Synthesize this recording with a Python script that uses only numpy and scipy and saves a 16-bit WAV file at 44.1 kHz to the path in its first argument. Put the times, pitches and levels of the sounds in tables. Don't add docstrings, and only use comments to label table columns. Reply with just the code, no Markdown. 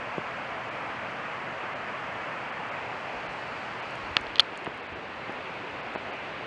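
import sys
import numpy as np
from scipy import signal
from scipy.fft import rfft, irfft, next_fast_len
from scipy.io import wavfile
from scipy.ndimage import uniform_filter1d

SR = 44100
rng = np.random.default_rng(int(sys.argv[2]) if len(sys.argv) > 2 else 0)


def wav_out(sig):
    wavfile.write(sys.argv[1], SR, np.round(np.clip(np.atleast_2d(sig).T, -1, 1) * 32767).astype(np.int16))


def gain_from_db(level_db):
    decades = np.asarray(level_db, float) / 20
    return 10 ** decades


N = 284886


def unit(x):
    return x / np.sqrt(np.mean(x ** 2) + 1e-20)


def coloured(x, points):
    m = next_fast_len(N + 8192)
    hz, db = np.transpose(points)
    bins_hz = np.fft.rfftfreq(m, 1 / SR)
    gain_db = np.interp(np.log(bins_hz + 1), np.log(hz), db, -120, -120)
    return unit(irfft(rfft(x, m) * gain_from_db(gain_db), m)[:N])


def patchy(depth_db, bins, frames):
    z = signal.stft(rng.standard_normal(N + 512), nperseg=512)[2]
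    field = uniform_filter1d(rng.standard_normal(z.shape), bins, 0)
    field = uniform_filter1d(field, frames, 1)
    return signal.istft(z * gain_from_db(depth_db * unit(field)), nperseg=512)[1][:N]


def ring(t, hz, t60_s, rise_s):
    decay = gain_from_db(-60 * t / t60_s)
    onset = (1 - np.exp(-t / rise_s)) ** 2
    return np.sin(2 * np.pi * hz * t) * decay * onset


def add(track, start_s, sound):
    track[round(start_s * SR):][:len(sound)] += sound


# time_s, heading_deg
HEADING = [
    (0, 8),
    (2.6, 0),
    (3.3, 34),
    (4.1, 49),
    (4.45, 77),
    (4.8, 92),
    (5.1, 127),
    (5.4, 150),
    (6.46, 185.5),
]
AWAY_DEG = 85
SHADOW_DEG, SHADOW_WIDTH_DEG, SHADOW_DB = 103, 34, -2.5
PORT_DEG, PORT_WIDTH_DEG = 41, 29


def camera_turn():
    heading = np.interp(np.arange(N) / SR, *np.transpose(HEADING))
    away = np.clip(heading / AWAY_DEG, 0, 1)
    shadow_db = SHADOW_DB * np.exp(-((heading - SHADOW_DEG) / SHADOW_WIDTH_DEG) ** 2)
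    port = np.exp(-((heading - PORT_DEG) / PORT_WIDTH_DEG) ** 2)
    return away, shadow_db, port


# pitch_hz, level_db (per Hz)
HISS = [(3500, -32), (4800, 1.5), (5500, -2), (6300, -3), (8000, -9.5), (9500, -17.5), (11000, -26),
        (12300, -33), (12500, -57)]
HISS_DB, AWAY_HISS_DB, PORT_HISS_DB = -65, -1.5, 2.3


def stream_hiss(away, port):
    level_db = HISS_DB + AWAY_HISS_DB * away + PORT_HISS_DB * port
    return gain_from_db(level_db) * coloured(patchy(.6, 12, 7), HISS)


# pitch_hz, level_db (per Hz)
SPRAY = [(2500, -45.5), (3500, -17.5), (4000, -4.5), (4500, -2.5), (5000, -11.5), (5600, -16.5),
         (7000, -49)]
SPRAY_DB, AWAY_SPRAY_DB, PORT_SPRAY_DB = -63, 1.5, 3.5


def fall_spray(away, port):
    level_db = SPRAY_DB + AWAY_SPRAY_DB * away + PORT_SPRAY_DB * port
    return gain_from_db(level_db) * coloured(patchy(.9, 9, 7), SPRAY)


def bubbles(count=3000, size=640):
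    when, pitch = rng.random(count), rng.standard_normal(count)
    loud = rng.exponential(size=count)
    hz = np.clip(950 * np.exp(.5 * pitch), 350, 2500)[:, None]
    cycles = hz * np.arange(size) / SR
    swell = cycles * np.exp(-cycles / 2.45)
    fade = np.hanning(2 * size)[size:]
    tone = np.sin(2 * np.pi * cycles * (1 + 0.01 * cycles)) * swell * fade
    tone = gain_from_db(2.36 * loud)[:, None] * tone
    at = (when * N).astype(int)[:, None] + np.arange(size)
    return unit(np.bincount(at.ravel(), tone.ravel(), N + size)[:N])


# pitch_hz, level_db (per Hz)
FACING = [(25, -26), (55, -18.5), (80, -14), (120, -3), (160, -6.5), (250, -5.5), (400, -8.5), (550, -1.5),
          (750, -0.5), (1200, -1.5), (2000, -4.5), (2600, -7), (3200, -16), (4200, -31)]
# pitch_hz, level_db (per Hz)
AWAY = [(25, -31), (55, -13), (80, -10), (120, -5.5), (160, -6), (250, -5), (400, -3), (550, -1.5),
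        (750, -2), (1200, -3.5), (2000, -5.5), (2600, -6.5), (3200, -14.5), (4200, -24.5)]
RUSH_DB, AWAY_RUSH_DB, BUBBLES_DB = -35.5, -1.62, -13.5


def fall_rush(away, shadow_db):
    churn = patchy(0.76, 5, 9)
    rush = (1 - away) * coloured(churn, FACING) + away * coloured(churn, AWAY)
    level_db = RUSH_DB + AWAY_RUSH_DB * away + shadow_db
    return gain_from_db(level_db) * (rush + gain_from_db(BUBBLES_DB) * bubbles())


def water():
    away, shadow_db, port = camera_turn()
    treble = stream_hiss(away, port) + fall_spray(away, port)
    return fall_rush(away, shadow_db) + gain_from_db(0.83 * shadow_db) * treble


# start_s, level_db (peak), pitch_hz,
# first_swing (+1 or -1)
KNOCKS = [(0.1814, -16.5, 390, -1), (0.1864, -30, 260, -1), (.369, -39, 310, 1), (4.1677, -22, 310, 1),
          (4.398, -21.5, 597, 1), (4.6678, -19, 910, 1), (4.6688, -24, 790, 1), (4.6717, -28, 520, 1),
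          (4.675, -24, 298, -1), (5.2951, -22, 450, -1), (5.302, -27, 440, 1), (5.9522, -20, 950, 1),
          (5.9588, -18.5, 560, -1), (5.9615, -21, 1450, 1)]
# start_s, level_db (peak), pitch_hz
GRIPS = [
    (3.152, -49, 55),
    (3.28, -48, 61),
    (4.03, -45, 61),
    (4.105, -37.5, 81),
    (4.2, -46, 60),
    (4.27, -48, 50.3),
    (4.919, -41, 79),
]
KNOCK_CYCLES, GRIP_CYCLES = 1.47, 9.7
SKIN_HZ = 2800


def fingers():
    track, t = np.zeros(N + SR), np.arange(SR // 4) / SR
    contacts = [(*row, KNOCK_CYCLES) for row in KNOCKS]
    contacts += [(*row, 1, GRIP_CYCLES) for row in GRIPS]
    for start_s, level_db, hz, swing, cycles in contacts:
        thin = signal.butter(2, 0.38 * hz, "high", fs=SR)
        push = signal.lfilter(*thin, ring(t, hz, cycles / hz, 0.12 / hz))
        add(track, start_s, np.sign(swing) * gain_from_db(level_db) * push / np.abs(push).max())
    return signal.lfilter(*signal.butter(2, SKIN_HZ, fs=SR), track[:N])


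# start_s, level_db (peak), pitch_hz
TICKS = [(.173, -52, 7140), (3.9085, -49, 7200), (3.9085, -67, 10400), (3.955, -44, 6930),
         (3.956, -63, 10400), (4.2105, -44, 7150), (4.561, -58, 7460), (4.575, -40, 7200),
         (4.593, -58, 7960), (4.646, -46, 8400), (4.646, -37, 3020), (4.7445, -54, 7870),
         (4.7755, -52, 8040), (5.3225, -54, 8800), (5.3225, -51, 5620), (5.939, -55, 7060),
         (5.9475, -52, 7600)]
TICK_T60_S = .005
LEAF_TOP_HZ = 10800


def leaves():
    track, t = np.zeros(N + SR), np.arange(SR // 30) / SR
    grits = rng.standard_normal((len(TICKS), len(t)))
    for (start_s, level_db, hz), grit in zip(TICKS, grits):
        band = signal.butter(2, [.82 * hz, 1.18 * hz], "band", fs=SR)
        puff = signal.lfilter(*band, grit * gain_from_db(-60 * t / TICK_T60_S))
        add(track, start_s, gain_from_db(level_db) * puff / np.abs(puff).max())
    return signal.sosfilt(signal.butter(8, LEAF_TOP_HZ, fs=SR, output="sos"), track[:N])


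# start_s, level_db (peak), low_modes_db, rise_ms
CRACKS = [(4.1676, -2, 3, 0.23), (4.3576, -17, -16, 0.13), (4.3674, -27, -3.5, .25),
          (4.384, -23, -21.5, 0.16), (4.3955, 0.1, -15.5, 2.1), (4.397, -7.5, -7, 0.14),
          (4.4001, -8.5, -8, 0.21), (4.401, -9, -6, 0.12), (4.40421, -8.5, -26, 0.11),
          (4.19, -40, -25, .16), (4.268, -29, -16, .16), (4.66, -23.5, 23, .3), (4.556, -34, -13, 0.21)]
# pitch_hz, level_db, t60_s
TWIG = [(1333, -10, 0.023), (1720, -5, 0.014), (2720, -5.5, 0.011), (3260, 11, 0.0053), (4100, -3, 0.011),
        (5370, -24, 0.0077), (7200, -38, 0.0041), (9320, -42, .004), (11900, -37, 0.0025),
        (15000, -57, .003)]
EVEN_RISE_MS, DULL_DB = 0.22, -8
GRIPPED = 0.58
SNAP_TOP_HZ, FAINT_DULLS = 16600, 0.32


def twigs():
    track, t = np.zeros(N + SR), np.arange(SR // 30) / SR
    scatters = rng.standard_normal((len(CRACKS), len(TWIG)))
    for (start_s, level_db, low_db, rise_ms), scatter in zip(CRACKS, scatters):
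        high_db = DULL_DB * np.log2(abs(rise_ms) / EVEN_RISE_MS)
        wood = np.zeros(len(t))
        for (hz, mode_db, t60_s), vary in zip(TWIG, scatter):
            gain_db = mode_db + 1.5 * vary + low_db * (hz < 3000) + high_db * (hz > 4000)
            detuned_hz = hz * (1 + .02 * vary)
            wood += gain_from_db(gain_db) * ring(t, detuned_hz, t60_s * GRIPPED, abs(rise_ms) / 1000)
        top_hz = min(SNAP_TOP_HZ * gain_from_db(FAINT_DULLS * level_db), .45 * SR)
        wood = signal.sosfilt(signal.butter(4, top_hz, fs=SR, output="sos"), wood)
        add(track, start_s, gain_from_db(level_db) * wood / np.abs(wood).max())
    return track[:N]


def scene():
    return (water() + fingers() + leaves() + twigs())[None]


# centre_s, lost_above_hz, fade_length (in steps of STEP_S)
TREBLE_GAPS = [(.701, 4500, 0.5), (1.746, 4000, 0.5), (2.515, 4420, 0.48), (2.706, 4300, 0.47),
               (3.282, 5300, .55), (3.815, 4700, 0.5), (4.378, 9800, .6), (4.819, 5370, .55),
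               (4.882, 4920, .55), (4.946, 5200, .55), (5.821, 5300, .55), (5.966, 4800, 0.73),
               (6.12, 5000, .55)]
STEP_S = 1024 / 48000
LOSS_DB, EDGE_HZ = -28, 110


def treble_dropouts(mix):
    hz, t, z = signal.stft(mix, SR, nperseg=128)
    for centre_s, top_hz, length in TREBLE_GAPS:
        distance = np.clip(np.abs(t - centre_s) / (length * STEP_S), 0, 1)
        kept = np.sin(np.pi / 2 * distance) ** 4
        above = 1 / (1 + np.exp(np.clip((top_hz - hz) / EDGE_HZ, -50, 50)))
        z = z * (1 - above[:, None] * (1 - gain_from_db(LOSS_DB)) * (1 - kept))
    return signal.istft(z, SR, nperseg=128)[1][:, :N]


def band_limit(x):
    return signal.sosfilt(signal.butter(12, 15800, fs=SR, output="sos"), x)


def record(dry):
    squash = 1.9
    rounded = dry / np.sqrt(1 + (dry / squash) ** 2)
    mix = treble_dropouts(rounded)
    return band_limit(mix)


dry = scene()
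out = record(dry)
wav_out(out)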